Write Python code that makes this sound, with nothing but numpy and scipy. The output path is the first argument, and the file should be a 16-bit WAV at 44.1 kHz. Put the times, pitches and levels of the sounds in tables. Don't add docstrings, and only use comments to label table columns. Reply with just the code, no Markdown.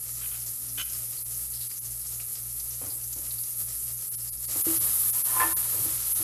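import sys
import numpy as np
from scipy import signal
from scipy.fft import rfft, irfft, next_fast_len
from scipy.io import wavfile
from scipy.ndimage import map_coordinates

SR = 44100
rng = np.random.default_rng(int(sys.argv[2]) if len(sys.argv) > 2 else 0)


def pcm_store(signal):
    levels = np.round(np.clip(np.atleast_2d(signal), -1, 1) * 32767)
    wavfile.write(sys.argv[1], SR, levels.astype(np.int16).T)


N = 274743

ROOM_SPECTRUM = [(20, -12), (55, 4), (130, -0.5), (200, -6), (400, -8.5), (1000, -18), (3000, -27.5),
                 (9000, -21)]
BUMP_SPECTRUM = [(40, -18), (100, 10), (200, -17), (295, 6), (370, -1.5), (435, -5.5), (550, 3), (640, -13),
                 (715, -6), (1000, -10.5), (1280, -12.5), (1700, -19), (2400, -17.5), (6000, -40)]
FIZZ_SPECTRUM = [(3000, -38), (6000, -26), (8500, -10), (10000, -3.5), (11200, 2), (12000, -1.5),
                 (13000, -3), (14300, -15.5)]
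CRACKLE_SPECTRUM = [(200, -7), (600, -3.5), (1000, -11), (1270, 1), (1550, -9.5), (1850, -4.5),
                    (3400, -4.5), (4100, -1), (5100, 3.5), (6000, 4.5), (7500, 8), (10000, 1.5),
                    (14000, -23)]
FILM_SPECTRUM = [(6000, -36), (10500, 13), (12500, 28), (14300, -23)]
HOLLOW_SPECTRUM = [(150, -7), (500, 1), (900, -3.5), (1250, 9), (1550, -1), (2700, 1.5),
                   (4500, 4.0), (8000, -22)]
SNAP_SPECTRUM = [(400, -18), (1300, -0.5), (2600, -16.5), (5000, 10), (9000, 14.0), (14000, -14.0)]
BLADE_SPECTRUM = [(150, -20), (600, -6.5), (1200, -1), (1800, -11), (2700, -15), (4000, -19.5),
                  (7000, -22)]
SHUDDER_SPECTRUM = [(40, -14), (75, 11), (125, 16), (180, -4), (260, -2.0), (800, -60)]
# (f/Hz, gain/dB)
UTENSIL_RASP_GAIN = [(300, -18), (900, -18), (1400, -7.0), (1850, -15.0), (2600, -5.0), (3150, -8),
                     (4200, -16), (6500, -18), (14000, -12)]

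# (multiple of the turn, mains level/dB rms, shaft level/dB rms)
HUM_PAIRS = [(1, -59, -57), (2, -53, -59)]
# (f/Hz, t60/s)
KITCHEN_DECAY = [(150, 0.17), (2000, 0.47), (12000, 0.24)]
# (t/s, level/dB, t60/s)
BUMP_EVENTS = [(2.812, -41.5, 0.49), (3.16, -49, 0.45), (4.482, -49.5, 0.5), (4.556, -41.5, 0.2),
               (4.665, -37, 0.28), (5.42, -45, 0.24), (5.741, -42.5, 0.39), (5.848, -45.5, 0.36),
               (6.195, -44.5, 0.16)]
# (f/Hz, relative level/dB, t60/s)
UTENSIL_MODES = [(795, -20, .12), (1290, -7, .07), (1415, 2, .09), (1497, -3, .1), (2218, -8, .1),
                 (2400, -5, .05), (2545, -4, .07), (2720, -5, .05), (2930, -3, .19), (3012, -3, .23),
                 (3075, -6, .17), (3125, -7, .17), (3520, -7, .1), (6280, -7, .05), (6480, -7, .05)]
# (t/s, length/s, rasp level before its filter/dB, drive of the ring/dB)
UTENSIL_SLIDES = [(0.205, 0.065, -32.5, -64), (0.31, 0.055, -33.5, -73), (0.774, .05, -21.5, -36.5)]
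# (t/s, level/dB, pitch f/Hz, t60/s)
DISTINCT_SPITS = [(0.463, -37, 6850, 0.17), (0.897, -39.5, 6450, .08), (1.536, -44, 5100, 0.42),
                  (1.609, -47, 4230, 0.32), (1.713, -39.5, 2100, 0.018), (2.199, -45, 2580, 0.049),
                  (2.354, -41.5, 5000, 0.091), (2.598, -38, 5640, 0.066), (3.127, -36.5, 6940, .2),
                  (3.269, -44, 2640, .027), (3.308, -38, 4350, 0.046), (3.435, -39.5, 5840, 0.069)]
# (t/s, half width to 1/e/s, fizz gain/dB, crackle gain/dB)
BUTTER_FLARES = [(.28, 0.11, 1, 0), (.72, 0.75, 0.9, 0.6), (1.39, 0.082, 2.5, 2), (2.62, .06, 2, -1.5),
                 (2.95, .09, 1.6, -1), (3.38, 0.18, 2.5, 0.5), (3.61, 0.025, 3.5, 3), (3.952, 0.33, 2, 0.2),
                 (4.52, 0.039, 1, 6.5), (4.71, 0.15, 0.5, 3.5)]
# (t/s, length before release/s, swell of the fizz/dB, base friction level/dB)
SPATULA_STROKES = [(4.492, 0.6, 6, -58), (5.132, 0.39, 5.5, -57), (5.67, 0.098, 3.5, -62.5),
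                   (6.01, 0.15, 5.5, -81)]
# (f/Hz, relative level/dB, t60/s)
POT_MODES = [(327, -6, .3), (519, -26, .12), (769, -18, .25), (916, -5, .2), (1031, -1, .33),
             (1182, -13, .2), (1277, -14, .15), (1390, -14, .1), (1513, -21, .2), (1700, -9, .13),
             (1782, -9, .18), (2062, -17, .2), (2260, -19, .18), (2430, -22, .14), (2660, -21, .1),
             (3060, -22, .08), (3240, -21, .09)]
# (t/s, ring level/dB, favoured pitch f/Hz)
SPATULA_KNOCKS = [(4.56, -38, 450), (4.667, -18, 310), (5.4, -16, 1700), (5.432, -20, 880),
                  (5.442, -28, 330), (5.851, -33, 390), (6.199, -34.5, 338)]
# (t of hardest pressure/s, friction level/dB, squeal level/dB rms)
BLADE_CATCHES = [(5.17, -77.5, -50), (5.3, -62, -48), (5.368, -45, -33), (5.417, -31, -22.5),
                 (5.441, -58, -27), (5.497, -68, -42), (5.526, -68, -41.5)]
# (t/s, length before release/s, level/dB)
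POT_SHUDDERS = [(4.68, 0.23, -51.5), (5.52, 0.046, -46.5), (5.77, 0.09, -44)]
# (t/s, depth where fully felt/dB)
LEVEL_DIPS = [(0.844, 8), (1.243, 16), (1.687, 14), (1.802, 14), (3.15, 7), (4.102, 16.5), (4.167, 15),
              (4.309, 17), (4.469, 14.5), (4.634, 17), (4.794, 15.5), (5.119, 17), (5.236, 16), (5.55, 65),
              (6.141, 16)]
# (f/Hz, share)
DIP_SHARE = [(100, .3), (400, 1), (8500, 1), (10500, .05), (14000, .2)]

ROOM_DB = -58.5
MAINS_HZ, MOTOR_HZ = 60, 58.28
TONE_S, TONE_HZ, TONE_HZ_PER_S, TONE_DB = .79, 271, 71, -58.5
SNAP_DB, SNAPS_PER_S = -59, 60
FIZZ_DB, CRACKLE_DB = -36, -45.5
STIR_S, SPREAD_S, STIR_CRACKLE_DB = 4.42, 0.29, 1.5
STROKE_ATTACK_S, STROKE_RELEASE_S = 0.11, 0.32
CATCH_RISE_DB_PER_S, CATCH_FALL_DB_PER_S = 300, 233
SHUDDER_ATTACK_S, SHUDDER_RELEASE_S = 0.024, 0.063
RING_DB, RING_PRESSURE = 0.5, 0.32
FOCUS_DB = 22
SQUEAL_HZ, SQUEAL_WAVER_DB = 1031, .8
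SQUEAL_RISE_DB_PER_S, SQUEAL_FALL_DB_PER_S = 560, 520
DIP_S = 0.018
TOP_HZ = 14350


def amp(db):
    return 10 ** (np.asarray(db) / 20)


def unit(x):
    return x / np.sqrt(np.mean(x ** 2) + 1e-20)


def clock(size):
    return np.arange(size) / SR


def along(points, hz):
    f, v = np.transpose(points)
    return np.interp(np.log(hz + 1), np.log(f + 1), v)


def wobble(rate):
    steps = np.arange(0, N / SR * rate + 1, 1 / 8)
    knots = rng.standard_normal(N // 32)
    smooth = map_coordinates(knots, [steps], order=3, mode="wrap")
    return np.interp(clock(N) * rate, steps, smooth)


def filtered(x, response):
    m = next_fast_len(len(x) + SR // 4)
    spectrum = rfft(x, m) * response(np.fft.rfftfreq(m, 1 / SR))
    return irfft(spectrum, m)[:len(x)]


def coloured(x, spectrum):
    return unit(filtered(x, lambda hz: amp(along(spectrum, hz))))


def add(track, s, sound):
    part = track[max(round(s * SR), 0):][:len(sound)]
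    part += sound[:len(part)]


def held(s, length, attack, release):
    t = clock(N) - s
    return np.clip(t / attack, 0, 1) * np.exp(-np.maximum(t - length, 0) / release)


def peaked(s, rise_db, fall_db):
    t = clock(N) - s
    return amp(np.minimum(rise_db * t, -fall_db * t))


def pops(size, rate, spread_db):
    hit = rng.random(size) < rate / SR
    sign = rng.choice([-1, 1], size)
    strength = amp(spread_db * np.minimum(rng.standard_normal(size), 2.5))
    return unit(hit * sign * strength)


def ring(modes, scatter_db):
    t = clock(SR // 2)
    out = np.zeros(len(t))
    for k, (hz, db, t60) in enumerate(modes):
        decay = amp(db + scatter_db * rng.standard_normal() - 60 * t / t60)
        out += (-1) ** k * decay * np.sin(2 * np.pi * hz * t)
    return out


def rubbed(force, modes):
    body = ring(modes, scatter_db=7.5)
    return signal.fftconvolve(force, body / np.linalg.norm(body))[:N]


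def background():
    out = amp(ROOM_DB) * coloured(rng.standard_normal(N), ROOM_SPECTRUM)
    for multiple, mains_db, shaft_db in HUM_PAIRS:
        turn = 2 * np.pi * multiple * clock(N)
        mains = amp(mains_db + 0.3 * wobble(24.3)) * np.sin(MAINS_HZ * turn)
        shaft_level = amp(shaft_db + 0.48 * wobble(3.27))
        shaft = shaft_level * np.sin(MOTOR_HZ * turn + 0.074 * wobble(4.16))
        out += np.sqrt(2) * (mains - shaft)
    return out + low_tone()


def low_tone():
    hz = TONE_HZ + TONE_HZ_PER_S * (clock(N) - TONE_S)
    level = amp(TONE_DB) * peaked(TONE_S, rise_db=52, fall_db=500)
    return np.sqrt(2) * level * np.sin(2 * np.pi * np.cumsum(hz) / SR)


def kitchen(x):
    hz, t, z = signal.stft(rng.standard_normal(SR // 2), SR, nperseg=256)
    decay = amp(-60 * t / along(KITCHEN_DECAY, hz)[:, None])
    tail = signal.istft(z * decay, SR, nperseg=256)[1]
    delayed = np.pad(tail, (SR // 200, 0))
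    return signal.fftconvolve(x, delayed / np.linalg.norm(tail))[:N]


def bumps():
    out, t = np.zeros(N), clock(SR // 2)
    for s, db, t60 in BUMP_EVENTS:
        envelope = amp(db - 60 * t / t60) * (1 - np.exp(-t / 0.00043))
        add(out, s, envelope * coloured(rng.standard_normal(len(t)), BUMP_SPECTRUM))
    return out


def utensil():
    rasp, force = np.zeros(N), np.zeros(N)
    for s, length, rasp_db, ring_db in UTENSIL_SLIDES:
        slips = pops(SR // 4, rate=1500, spread_db=-0.5)[:round(length * SR)]
        slips = slips * signal.windows.tukey(len(slips), .3)
        add(rasp, s, amp(rasp_db) * slips)
        add(force, s, amp(ring_db) * slips)
    ringing = rubbed(force, UTENSIL_MODES)
    return ringing + filtered(rasp, lambda hz: amp(along(UTENSIL_RASP_GAIN, hz)))


def spit(hz, t60, width):
    t = clock(SR // 6)
    train = pops(len(t), rate=5000, spread_db=6)
    train = filtered(train, lambda f: 1 / (1 + ((f - hz) / (width * hz)) ** 2))
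    return unit(train) * amp(-60 * t / t60) * (1 - np.exp(-t / 0.00032))


def spitting():
    snaps = pops(N, rate=SNAPS_PER_S, spread_db=3)
    out = amp(SNAP_DB) * coloured(snaps, SNAP_SPECTRUM)
    for s, db, hz, t60 in DISTINCT_SPITS:
        add(out, s, amp(db) * spit(hz, t60, width=0.18))
    for when, size, pitch, life in rng.random(size=(140, 4)):
        level = amp(-48 + 1.9 * size + 6 * pitch)
        add(out, when * N / SR, level * spit(4500 + 4500 * pitch, 0.046 + 0.17 * life, width=0.091))
    return out


def frying(stirred):
    swells = [db * held(s, length, STROKE_ATTACK_S, STROKE_RELEASE_S)
              for s, length, db, _ in SPATULA_STROKES]
    fizz_db = FIZZ_DB + np.max(swells, axis=0) + 0.1 * (1 - stirred) * wobble(7.8)
    crackle_db = CRACKLE_DB + STIR_CRACKLE_DB * stirred + 0.13 * wobble(7.4)
    for s, width, fizz_gain_db, crackle_gain_db in BUTTER_FLARES:
        flare = np.exp(-((clock(N) - s) / width) ** 2)
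        fizz_db = fizz_db + fizz_gain_db * flare
        crackle_db = crackle_db + crackle_gain_db * flare
    return fizz_db, crackle_db


def sizzle():
    stirred = np.clip((clock(N) - STIR_S) / SPREAD_S, 0, 1)
    fizz_db, crackle_db = frying(stirred)
    density = 1 + 2 * stirred
    fine_flurry = amp(1.1 * wobble(45) + 0.6 * wobble(260))
    fine = coloured(pops(N, rate=11000 * density, spread_db=-1.0) * fine_flurry, FIZZ_SPECTRUM)
    film = coloured(pops(N, rate=6000, spread_db=10), FILM_SPECTRUM)
    fizz = amp(fizz_db) * (amp(2.6 - 1.14 * stirred) * fine + amp(-7) * stirred * film)
    coarse_flurry = amp((2.3 - 3.1 * stirred) * wobble(35))
    coarse = pops(N, rate=4500 * density, spread_db=-2.0) * coarse_flurry
    crackle = amp(crackle_db) * coloured(coarse, CRACKLE_SPECTRUM)
    hollow = coloured(pops(N, rate=5000, spread_db=6.0), HOLLOW_SPECTRUM)
    return fizz + crackle + stirred * amp(crackle_db - 6) * hollow


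def friction():
    gliding = sum(amp(db) * held(s, length, STROKE_ATTACK_S, STROKE_RELEASE_S)
                  for s, length, _, db in SPATULA_STROKES)
    catching = sum(amp(db) * peaked(s, CATCH_RISE_DB_PER_S, CATCH_FALL_DB_PER_S)
                   for s, db, _ in BLADE_CATCHES)
    force = gliding * amp(4.8 * wobble(30)) + catching
    return 20 * np.log10(force + 1e-9)


def knock(centre_hz, focus_db):
    modes = [(hz, db - focus_db * abs(np.log2(hz / centre_hz)), t60) for hz, db, t60 in POT_MODES]
    soft_edge = 1 - np.exp(-clock(SR // 2) / 0.0015)
    return ring(modes, scatter_db=-1.5) * soft_edge


def spatula():
    drag_db = friction()
    rasp = coloured(pops(N, rate=2300, spread_db=5.0), BLADE_SPECTRUM)
    out = amp(drag_db) * rasp
    pressure_db = drag_db - drag_db.max()
    drive = amp(drag_db + RING_PRESSURE * pressure_db + RING_DB)
    out += rubbed(pops(N, rate=1300, spread_db=-4.0) * drive, POT_MODES)
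    shudder = sum(amp(db) * held(s, length, SHUDDER_ATTACK_S, SHUDDER_RELEASE_S)
                  for s, length, db in POT_SHUDDERS)
    out += shudder * coloured(rng.standard_normal(N), SHUDDER_SPECTRUM)
    for s, db, centre_hz in SPATULA_KNOCKS:
        add(out, s, amp(db) * knock(centre_hz, focus_db=FOCUS_DB))
    return out


def squeal():
    level = sum(amp(db) * peaked(s, SQUEAL_RISE_DB_PER_S, SQUEAL_FALL_DB_PER_S)
                for s, _, db in BLADE_CATCHES)
    phase = 2 * np.pi * SQUEAL_HZ * clock(N) + .3 * wobble(60)
    return np.sqrt(2) * level * amp(SQUEAL_WAVER_DB * wobble(90)) * np.sin(phase)


def faltering(x):
    t = clock(N)
    depth_db = sum(db * np.maximum(1 - abs(t - s) / DIP_S, 0) for s, db in LEVEL_DIPS)
    f, share = np.transpose(DIP_SHARE)
    body = filtered(x, lambda hz: np.interp(hz, f, share))
    return x - (1 - amp(-depth_db)) * body


def scene():
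    near = sizzle() + spitting() + spatula()
    away = utensil() + bumps()
    room = kitchen(amp(-10.5) * near + amp(-9.5) * away)
    mono = faltering(near + away + room + background()) + squeal()
    return np.array([mono, mono])


def record(dry):
    return np.array([filtered(channel, lambda hz: hz < TOP_HZ) for channel in dry])


dry = scene()
out = record(dry)
pcm_store(out)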